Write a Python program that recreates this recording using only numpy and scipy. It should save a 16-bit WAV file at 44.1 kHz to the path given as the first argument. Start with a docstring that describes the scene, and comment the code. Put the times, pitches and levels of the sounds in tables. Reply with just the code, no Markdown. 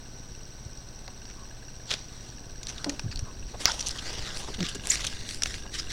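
"""A hand scratching and tapping on a desk

A hand with a small object taps and slides over a hard desk, right by a camera lying on it.
Nails tick and scuff, skin hisses and sometimes judders, and the desk gives a few soft thumps.
Underneath are the camera's ticking focus, fluttering electrical buzz, thin whine and hiss."""
import sys
import numpy as np
from scipy import signal
from scipy.fft import rfft, irfft
from scipy.io import wavfile
from scipy.ndimage import uniform_filter1d

SR = 44100
rng = np.random.default_rng(int(sys.argv[2]) if len(sys.argv) > 2 else 0)


def to_wav(sig):
    """Store sig (one row per channel, or 1-D mono) as 16-bit WAV at the path in sys.argv[1].

    Samples outside -1..1 are clipped; the rate is SR.
    """
    pcm = np.clip(np.atleast_2d(sig), -1, 1) * 32767
    pcm = np.round(pcm).astype(np.int16)
    wavfile.write(sys.argv[1], SR, pcm.T)  # frames by channels


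N = 261072
TIME = np.arange(N) / SR
# The brightest part of a touch on the desk. Each row: frequency in Hz, gain in dB.
BRIGHT_EDGE = [(5500, -16.5), (7600, 0.5), (9000, 0), (10500, -8.5), (12500, -19.5), (14000, -31),
               (16000, -36)]


def taps(level_db=18, chatter=0.24, thud_db=-17, thud_hz=650, thud_width_hz=600):
    """Each nail tick is one snap, a few milliseconds of chatter and a small thud in the desk top."""
    # Each row: start in seconds, relative level in dB, chatter fade in seconds, ring in Hz,
    # share of body in dB, share of bright edge in dB.
    ticks = [(1.0787, -33.5, 0.0016, 4400, -5, -26), (1.9162, -19, 0.00088, 3550, -3, -29),
             (1.9394, -21.5, 0.0014, 4160, -5, -26), (2.6313, -30, .004, 7100, -14, -14),
             (2.6699, -27, 0.0011, 4300, -24, -20), (2.8442, -21, 0.0021, 4700, -8.5, -15),
             (2.8952, -21, 0.0028, 6300, -12.5, -16.5), (2.9948, -26, 0.003, 5330, -1, -17),
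             (3.1588, -28, 0.0014, 4370, -28, -16), (3.174, -33, 0.0013, 4130, -23, -27),
             (3.192, -27.5, .003, 5700, -13, -10), (3.656, -3, 0.00067, 5340, -10, -20),
             (3.6592, -18, 0.0016, 3100, 5, -14), (3.7175, -21, 0.0022, 5560, -7, -17),
             (3.8267, -29, .0008, 4500, -16, -24), (3.886, -24, 0.00073, 6000, -27, -3),
             (3.8928, -25, 0.0007, 4740, -14, -16), (4.372, -28.5, .001, 4720, -14, -9),
             (4.6057, -24.5, 0.002, 3270, -7, -28), (4.6287, -24, 0.0014, 5600, -9, -27),
             (4.6662, -26, 0.0013, 3370, -7, -21), (4.857, -31.5, 0.0013, 3670, 0, -6),
             (4.8714, -22.5, .0005, 5940, -6, 2), (4.9177, -18, 0.0013, 4840, -25, -9),
             (4.9563, -22.5, .0008, 5040, -2, -20), (5.0434, -24, 0.0035, 2300, -2, -12),
             (5.0497, -25, 0.00077, 2300, -3, -8), (5.068, -21.5, .0008, 6260, -33, -13),
             (5.0713, -21, 0.0032, 3480, -29, -11), (5.2906, -26.5, 0.0014, 2500, -10, -23),
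             (5.3098, -29, .001, 4570, -9, -11), (5.346, -29.5, .0005, 5600, -34, -9),
             (5.4216, -18.5, 0.0023, 5440, -6, -13), (5.435, -13.5, 0.0011, 5860, -35, -18),
             (5.4586, -21.5, 0.002, 2450, 2, -26), (5.5418, -27.5, 0.004, 2980, -4, -17)]
    out, t = np.zeros(N), np.arange(SR // 100) / SR
    for start, db, chatter_s, ring_hz, body_db, edge_db in ticks + nail_catches():
        rattle = rng.standard_normal(len(t)) * np.exp(-t / chatter_s)
        blow = (t == 0) + chatter * rattle
        tick = signal.fftconvolve(blow, contact(ring_hz, body_db, edge_db, width_hz=1100, peak_db=9.5))
        thud = resonate(resonate(blow, thud_hz, thud_width_hz), thud_hz, thud_width_hz)
        add(out, start, amp(db + level_db) * tick / np.linalg.norm(tick))
        add(out, start, amp(db + level_db + thud_db + body_db / 2) * thud / np.linalg.norm(thud))
    return out


def nail_catches(per_s=6, over_skin_db=7, spread_db=1.8, chatter_s=0.0011, body_db=-9, edge_db=-14):
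    """Nails catch at random as the hand slides, harder in a firm stroke. Gives more rows for taps()."""
    skin_db = 20 * np.log10(strokes()[0] + 1e-9)
    caught = np.flatnonzero(rng.random(N) < per_s / SR)
    db = skin_db + over_skin_db + spread_db * rng.standard_normal(N)
    ring_hz = rng.uniform(3000, 6000, N)
    return [(i / SR, db[i], chatter_s, ring_hz[i], body_db, edge_db) for i in caught]


def contact(ring_hz, body_db, edge_db, width_hz, peak_db):
    """How nail and desk answer one tiny slip: a low body, a high ring and a bright edge."""
    # The colours of body and ring. Each row: frequency in Hz, gain in dB.
    body_colour = [(60, 3), (300, -5), (700, -19), (1200, 5), (2100, 7), (2700, 5.5), (5000, -25.5)]
    ring_colour = [(1500, -77), (2500, -6.5), (4000, -3), (5900, -1.5), (6800, -6.5), (7800, -12.5),
                   (10000, -52)]
    hz = np.fft.rfftfreq(1024, 1 / SR)
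    peak = 1 + amp(peak_db) / (1 + ((hz - ring_hz) / (width_hz / 2)) ** 2)
    ring = unit_level(gain_at(ring_colour, hz) * peak)
    body = amp(body_db) * unit_level(gain_at(body_colour, hz))
    edge = amp(edge_db) * unit_level(gain_at(BRIGHT_EDGE, hz))
    power = ring ** 2 + body ** 2 + edge ** 2
    # Turn this colour into a click that starts at once and then dies away.
    log_gain = np.log(np.r_[power, power[-2:0:-1]]) / 2
    click = np.fft.ifft(np.exp(np.conj(signal.hilbert(log_gain)))).real[:len(hz)]
    return click / np.linalg.norm(click)


def scuffs(level_db=-1.5, rise_share=0.48, fade=0.52, release_s=0.0063):
    """Each short scrape is a dense burst of slips that swells quickly and eases off."""
    # Each row: start in seconds, length in seconds, relative level in dB, ring in Hz,
    # share of body in dB, share of bright edge in dB.
    scrapes = [(1.252, .005, -41, 5100, -9, -24), (1.288, 0.026, -49, 2400, 3, -20),
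               (1.904, 0.0098, -24.5, 3470, -10.5, -19), (1.913, 0.034, -32, 3550, -8, -16),
               (2.677, 0.028, -34.5, 5900, -9, -15), (2.779, 0.0046, -34, 3660, -14, -20),
               (2.992, .006, -39, 5270, -14, -13), (2.892, .01, -37, 5690, 1, -9),
               (3.109, 0.019, -37.5, 4600, -6.5, -22), (3.594, .04, -40, 3630, -6, -3),
               (3.654, 0.036, -28, 5050, -8, -33), (3.683, 0.033, -33.5, 3370, -15, -29),
               (3.792, 0.0058, -28, 5900, -24, -24), (3.805, 0.006, -24.5, 5860, -18, -12),
               (3.858, 0.022, -28, 6000, -27, -15), (3.905, 0.0092, -30, 5170, -28, -14),
               (3.982, 0.015, -34, 3160, -13, -18), (4.25, 0.024, -38, 3700, -6, -14),
               (4.343, 0.072, -43.5, 4870, -5, 1), (4.539, 0.0084, -33.5, 3300, -9, -17),
               (4.638, .025, -34, 3560, -6, -22), (4.683, 0.014, -32, 3070, -29, -8),
               (4.746, 0.0094, -34, 7080, -11, -6.5), (4.88, 0.073, -29, 5840, -15, -6),
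               (4.98, 0.034, -40.5, 2730, 4, -21), (5.4312, 0.0042, -28.5, 5540, -0.5, 3),
               (5.73, 0.031, -36, 3000, -7, -12), (5.78, 0.02, -29, 5000, -12, -19)]
    out, t = np.zeros(N), np.arange(SR // 12) / SR
    slips = grit(per_s=3400, spread_db=3.0, smooth=0.51)
    for start, length, db, *colour in scrapes:
        rise = np.minimum(t / (rise_share * length), 1)
        fall = np.exp(-fade * t / length - np.maximum(t - length, 0) / release_s)
        friction = rise * fall * np.roll(slips, -round(start * SR))[:len(t)]
        scrape = signal.fftconvolve(friction, contact(*colour, width_hz=580, peak_db=10))
        add(out, start, amp(db + level_db) * np.sqrt(length * SR) * scrape / np.linalg.norm(scrape))
    return out


def slide(skin_db=-0.5, palm_db=1, fizz_db=-3.5, uneven_db=1.46, echo=0.56, echo_s=0.000418, sway=0.25):
    """Skin drags over the desk's fine grain under an unsteady pressure."""
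    # The colours of skin hiss and palm rustle. Each row: frequency in Hz, gain in dB.
    skin_colour = [(1000, -41), (1600, -1.5), (1950, 4.5), (2300, -2), (2750, 0.5), (3400, 4.5), (4600, 7),
                   (5800, 4), (6600, -1.5), (7400, -7), (9000, -28)]
    palm_colour = [(40, 11.5), (120, -3.5), (280, -3), (600, 0), (1200, 3), (1600, -2), (2600, -71)]
    skin, palm, fizz = strokes()
    pressure = amp(uneven_db * coloured_noise([(5, -5), (25, 7), (70, -24), (200, -36), (600, -67)]))
    slips = pressure * grit(per_s=2200, spread_db=5.5, smooth=1.18)
    # The cupped palm reflects the sound; its changing height shifts the hollow colour.
    wander = coloured_noise([(1, 0), (5, 0), (10, -30), (30, -120)])
    delay_s = echo_s * np.exp(sway * wander)
    slips = slips + echo * np.interp(TIME - delay_s, TIME, slips)
    return (amp(skin_db) * skin * coloured(slips, skin_colour)
            + amp(palm_db) * palm * coloured(slips, palm_colour)
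            + amp(fizz_db) * fizz * coloured(slips, BRIGHT_EDGE))


def strokes(attack_s=0.037, release_s=0.066, sag_db_per_s=6):
    """Strength of skin, palm and fizz: a stroke sets in fast, slackens and dies as the hand slows."""
    # Each row: start and length in seconds, then relative levels of skin, palm and fine fizz in dB.
    hand_moves = [(1.867, 0.034, -37.5, -50, -57), (2.073, .22, -54, -58.5, -64),
                  (2.64, 0.31, -50.5, -50, -62), (3.102, 0.23, -61, -55.5, -72),
                  (3.463, 0.044, -50, -77, -64), (3.575, 0.18, -40, -42.5, -46),
                  (3.802, 0.31, -43.5, -46.5, -54), (4.017, 0.28, -39.5, -43.5, -56),
                  (4.297, 0.22, -42.5, -46.5, -53), (4.575, 0.14, -41, -50, -56),
                  (4.81, 0.072, -44, -45.5, -46), (4.892, 0.17, -36, -47, -46.5),
                  (5.09, 0.21, -46, -64, -57), (5.256, .08, -43, -73, -43.5), (5.429, 0.11, -41, -51, -48),
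                  (5.711, 0.044, -37.5, -54, -46), (5.882, .035, -34.5, -68, -47)]
    power = np.zeros((3, N))
    for start, length, *levels in hand_moves:
        t = np.maximum(TIME - start, 0)
        press = np.minimum(t / attack_s, 1) * amp(-sag_db_per_s * t)
        release = np.exp(-np.maximum(t - length, 0) / release_s)
        power += np.outer(amp(levels), press * release) ** 2
    return np.sqrt(power)


def grit(per_s, spread_db, smooth):
    """Tiny slips of very unequal force over a smooth hiss."""
    force = amp(spread_db * np.minimum(rng.exponential(1, N), 4)) * rng.choice([-1, 1], N)
    slips = unit_level(force * (rng.random(N) < per_s / SR))
    return unit_level(slips + smooth * rng.standard_normal(N))


def squeak(rough=0.11):
    """A nail slips so fast that it sings, rising in pitch."""
    # Each row: time in seconds, level in dB, pitch in Hz.
    glide = [(4.9, -37, 6620), (4.902, -17, 6660), (4.9033, -19, 7140), (4.9045, -13.5, 6900),
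             (4.9074, -14.5, 7260), (4.91, -32, 7900), (4.911, -42, 7700)]
    times, db, hz = np.transpose(glide)
    tone = np.sqrt(2) * np.sin(2 * np.pi * np.cumsum(np.interp(TIME, times, hz)) / SR)
    grain = unit_level(resonate(rng.standard_normal(N), hz=6500, width_hz=2200))
    return amp(np.interp(TIME, times, db, left=-140, right=-140)) * (tone + rough * grain)


def judders(overtone_db=-10, jitter=0.21):
    """A fingertip sticks and lets go in a short, uneven train of rounded pushes."""
    # Each row: start and length in seconds, level in dB, first and last slip rate in Hz,
    # roughness from 0 to 1.
    trains = [(2.86, 0.044, -32, 282, 285, 0), (2.878, 0.075, -40, 291, 283, 0.13),
              (4.58, .03, -36.5, 219, 208, 0.3), (4.6, 0.044, -28, 211, 140.6, 0.05)]
    out = np.zeros(N)
    for start, length, db, first_hz, last_hz, rough in trains:
        size = round(length * SR)
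        wobble, rub = (unit_level(resonate(rng.standard_normal(SR // 4), hz, hz)[-size:])
                       for hz in (100, 480))
        turns = np.cumsum(np.linspace(first_hz, last_hz, size) * (1 + jitter * wobble)) / SR
        pushes = sum(amp(overtone_db * k) * np.cos(2 * np.pi * (k + 1) * turns) for k in range(4))
        judder = (unit_level(pushes) + rough * rub) * signal.windows.tukey(size, .35)
        add(out, start, amp(db) * unit_level(judder))
    return out


def rubs():
    """Dull rubs and soft thumps: each gentle touch stirs one broad resonance."""
    # Each row: start and length in seconds, level in dB, centre and width in Hz.
    touches = [(.648, .03, -40, 53, 37), (1.075, 0.02, -47.5, 696, 500), (1.337, 0.13, -57.5, 1080, 140),
               (1.905, 0.05, -44, 456, 600), (2.841, 0.0088, -38.5, 900, 700),
               (2.853, 0.034, -40.5, 510, 420), (2.992, 0.0088, -42.5, 1010, 700),
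               (3.036, 0.04, -30.5, 70.5, 64), (3.08, 0.032, -38, 99, 53.6),
               (3.132, 0.082, -34, 35.4, 37.2), (3.223, 0.026, -30.5, 37.6, 48),
               (3.245, 0.073, -52.5, 1050, 190), (3.348, 0.15, -39.5, 26, 27),
               (3.533, 0.031, -42.5, 540, 500), (3.657, 0.059, -35, 1440, 470),
               (3.664, 0.059, -38, 920, 280), (4.186, 0.019, -37, 80, 46), (4.476, 0.023, -44, 920, 378),
               (4.477, 0.039, -41.5, 366, 220), (4.747, 0.025, -40, 330, 190),
               (4.895, .065, -38, 1910, 700), (5.647, .025, -49, 740, 500)]
    out = np.zeros(N)
    for start, length, db, hz, width in touches:
        size = round(length * SR)
        stir = resonate(resonate(rng.standard_normal(SR // 3), hz, width), hz, width)[-size:]
        add(out, start, amp(db) * unit_level(stir * signal.windows.tukey(size, .7)))
    return out


def arm():
    """The forearm drags, and a dull rumble reaches the camera through the desk."""
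    # Each row: time in seconds, level in dB.
    drag_levels = [(2.3, -52), (2.6, -46), (3.5, -43), (4.2, -41), (5, -41), (5.9, -38.5)]
    # Each row: frequency in Hz, gain in dB.
    drag_colour = [(12, 8.5), (30, -3), (60, -1), (150, -12), (420, -17.5), (650, -34), (1100, -65)]
    return amp(np.interp(TIME, *np.transpose(drag_levels), left=-100)) * coloured_noise(drag_colour)


def room(x, echo_db=-19, fade_s=0.51):
    """A small room answers with faint, scattered echoes."""
    t = np.arange(SR // 3) / SR
    echoes = rng.standard_normal(len(t)) * (rng.random(len(t)) < .1)
    tail = echoes * amp(-60 * t / fade_s) * (t > .003)
    return x + amp(echo_db) * signal.fftconvolve(x, tail / np.linalg.norm(tail))[:N]


def focus(peak_db=-31, uneven_db=1.0, rebound_s=0.012, rebound_db=-4, kick_s=0.00076):
    """The lens hunts for focus: each step kicks its mount, then again more softly as it stops."""
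    # Each row: first and last step in seconds, number of steps.
    step_runs = [(4.057, 4.4035, 8), (4.5485, 5.334, 20), (5.5405, 5.6645, 4), (5.83, 5.9125, 3)]
    # Each row: pitch in Hz, relative level in dB, seconds to fade by 60 dB.
    mount_tones = [(1640, 3.5, 0.038), (2090, -1, .012), (2850, 9.5, 0.018), (3560, 10, 0.01),
                   (4300, -6, 0.0093)]
    out, t = np.zeros(N), np.arange(SR // 30) / SR
    ring = sum(amp(db - 60 * t / fade_s) * np.sin(2 * np.pi * hz * t) for hz, db, fade_s in mount_tones)
    for start in np.concatenate([np.linspace(*run) for run in step_runs]):
        db = peak_db + uneven_db * rng.standard_normal()
        for delay, softer in ((0, 0), (rebound_s, rebound_db)):
            kick = (t == 0) + 0.21 * rng.standard_normal(len(t)) * np.exp(-t / kick_s)
            tick = signal.fftconvolve(kick, ring)
            add(out, start + delay, amp(db + softer) * tick / abs(tick).max())
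    return out


def buzz(pictures_per_s=17.21, on_db=-40, off_db=-35, settle_s=0.0087, sizzle_db=-67, blip_db=-67):
    """A fluttering electrical buzz (a bump, tones, a dip, a high blip), with faint lens ticks."""
    # Tones heard only while a picture is read. Each row: pitch in Hz, level in dB.
    reading_tones = [(3815, -66), (4190, -61.5), (8003, -68.5), (8120, -91), (8375, -69)]
    # The lens ticks come and go. Each row: time in seconds, level in dB.
    tick_levels = [(0, -70), (1.05, -70), (1.2, -61.5), (2, -66.5), (3.1, -64)]
    since_on, since_off, since_tick, since_blip = (
        (TIME - start) % (1 / pictures_per_s) for start in (.0537, .0278, .0002, .0322))
    bumps = amp(on_db) * np.exp(-since_on / (2 * settle_s)) - amp(off_db) * np.exp(-since_off / settle_s)
    bumps = signal.lfilter(*signal.butter(2, 380, fs=SR), bumps - bumps.mean())
    reading = uniform_filter1d(1. 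* (since_on < since_off), size=60)
    tones = reading * sum(amp(db) * np.sqrt(2) * np.sin(2 * np.pi * hz * TIME)
                          for hz, db in reading_tones)
    noise = rng.standard_normal(N)
    sizzle = amp(sizzle_db) * reading * (band(noise, 8100, 900) + 0.98 * band(noise, 3800, 1200))
    burst = noise * np.exp(-since_tick / 0.003)
    tick_gain = amp(np.interp(TIME, *np.transpose(tick_levels)))
    lens_ticks = tick_gain * (band(burst, 1635, 250) + 0.85 * band(burst, 2750, 490))
    high_blips = amp(blip_db) * band(noise * np.exp(-since_blip / 0.0053), 4700, 2900)
    return bumps + tones + sizzle + lens_ticks + high_blips


def whine(pulse_hz=96.9, high_db=-52.5, high_hz=5735, low_db=-66, low_hz=4610, width_hz=130):
    """Uneven switching pulses ring two narrow, high resonances, beside a hum and thin tones."""
    # Steady electrical tones. Each row: pitch in Hz, level in dB.
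    steady_tones = [(120, -54), (240, -64), (1502, -67.5), (1550, -71.5), (5749, -71)]
    pulses = np.diff(np.floor(TIME * pulse_hz), prepend=0)
    drive = unit_level(pulses * (1 + rng.standard_normal(N))) + 0.75 * rng.standard_normal(N)
    high = amp(high_db) * band(resonate(drive, high_hz, width_hz), high_hz, width_hz=1500)
    low = amp(low_db) * band(drive, low_hz, width_hz)
    tones = sum(amp(db) * np.sqrt(2) * np.sin(2 * np.pi * (hz * TIME + rng.random()))
                for hz, db in steady_tones)
    return high + low + tones


def hiss_and_rumble(hiss_db=-51.5, rumble_db=-48):
    """The microphone hisses and the room rumbles low."""
    # The colour of each noise. Each row: frequency in Hz, gain in dB.
    hiss_colour = [(180, -42), (300, 0), (565, -4), (749, -4.5), (1410, -11.5), (1530, -10.5),
                   (2210, -13.5), (3350, -14), (4090, -16), (4990, -13.5), (5800, -2.5), (6850, -23.5),
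                   (8220, -17.5), (9090, -30), (16000, -43)]
    rumble_colour = [(10, -2), (35, 8.5), (70, -0.5), (150, -5), (300, -10), (450, -38.5)]
    return amp(hiss_db) * coloured_noise(hiss_colour) + amp(rumble_db) * coloured_noise(rumble_colour)


def amp(db):
    """Turns decibels into a gain."""
    return 10 ** (np.asarray(db) / 20)


def unit_level(x):
    """Scales a sound to an average power of 1."""
    return x / np.sqrt(np.mean(abs(x) ** 2) + 1e-20)


def gain_at(colour, hz):
    """Reads gains off a colour: a curve through points of frequency in Hz and gain in dB."""
    points_hz, db = np.transpose(colour)
    return amp(np.interp(np.log(hz + 1), np.log(points_hz + 1), db))


def coloured(x, colour):
    """Filters a sound by a colour, at power 1."""
    return unit_level(irfft(rfft(x) * gain_at(colour, np.fft.rfftfreq(len(x), 1 / SR)), len(x)))


def coloured_noise(colour):
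    """Noise of the given colour, at power 1."""
    return coloured(rng.standard_normal(N), colour)


def band(x, hz, width_hz):
    """Keeps one smooth band of frequencies, at power 1."""
    freqs = np.fft.rfftfreq(len(x), 1 / SR)
    return unit_level(irfft(rfft(x) / (1 + (2 * (freqs - hz) / width_hz) ** 4), len(x)))


def resonate(x, hz, width_hz):
    """Makes a sound ring at one pitch; a narrower width rings longer."""
    pole = np.exp((2j * np.pi * hz - np.pi * width_hz) / SR)
    return signal.lfilter([1 - abs(pole)], [1, -pole], x).real


def add(mix, start_s, sound):
    """Mixes a sound in at its start time."""
    part = mix[max(round(start_s * SR), 0):][:len(sound)]
    part += sound[:len(part)]


def scene():
    """The hand's sounds in the room, over the camera's own noises, in one channel."""
    background = hiss_and_rumble() + buzz() + whine() + focus()
    hand = slide() + arm() + taps() + scuffs() + squeak() + judders() + rubs()
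    return (background + room(hand))[None]


def record(dry, cutoff_hz=16100):
    """The input overloads softly on the hardest tap, and the highest treble is cut off."""
    softened = 0.86 * np.tanh(dry / 0.93)
    low_pass = signal.firwin(511, cutoff_hz, window=("kaiser", 9), fs=SR)
    return signal.oaconvolve(softened, low_pass[None], "same")


dry = scene()
out = record(dry)
to_wav(out)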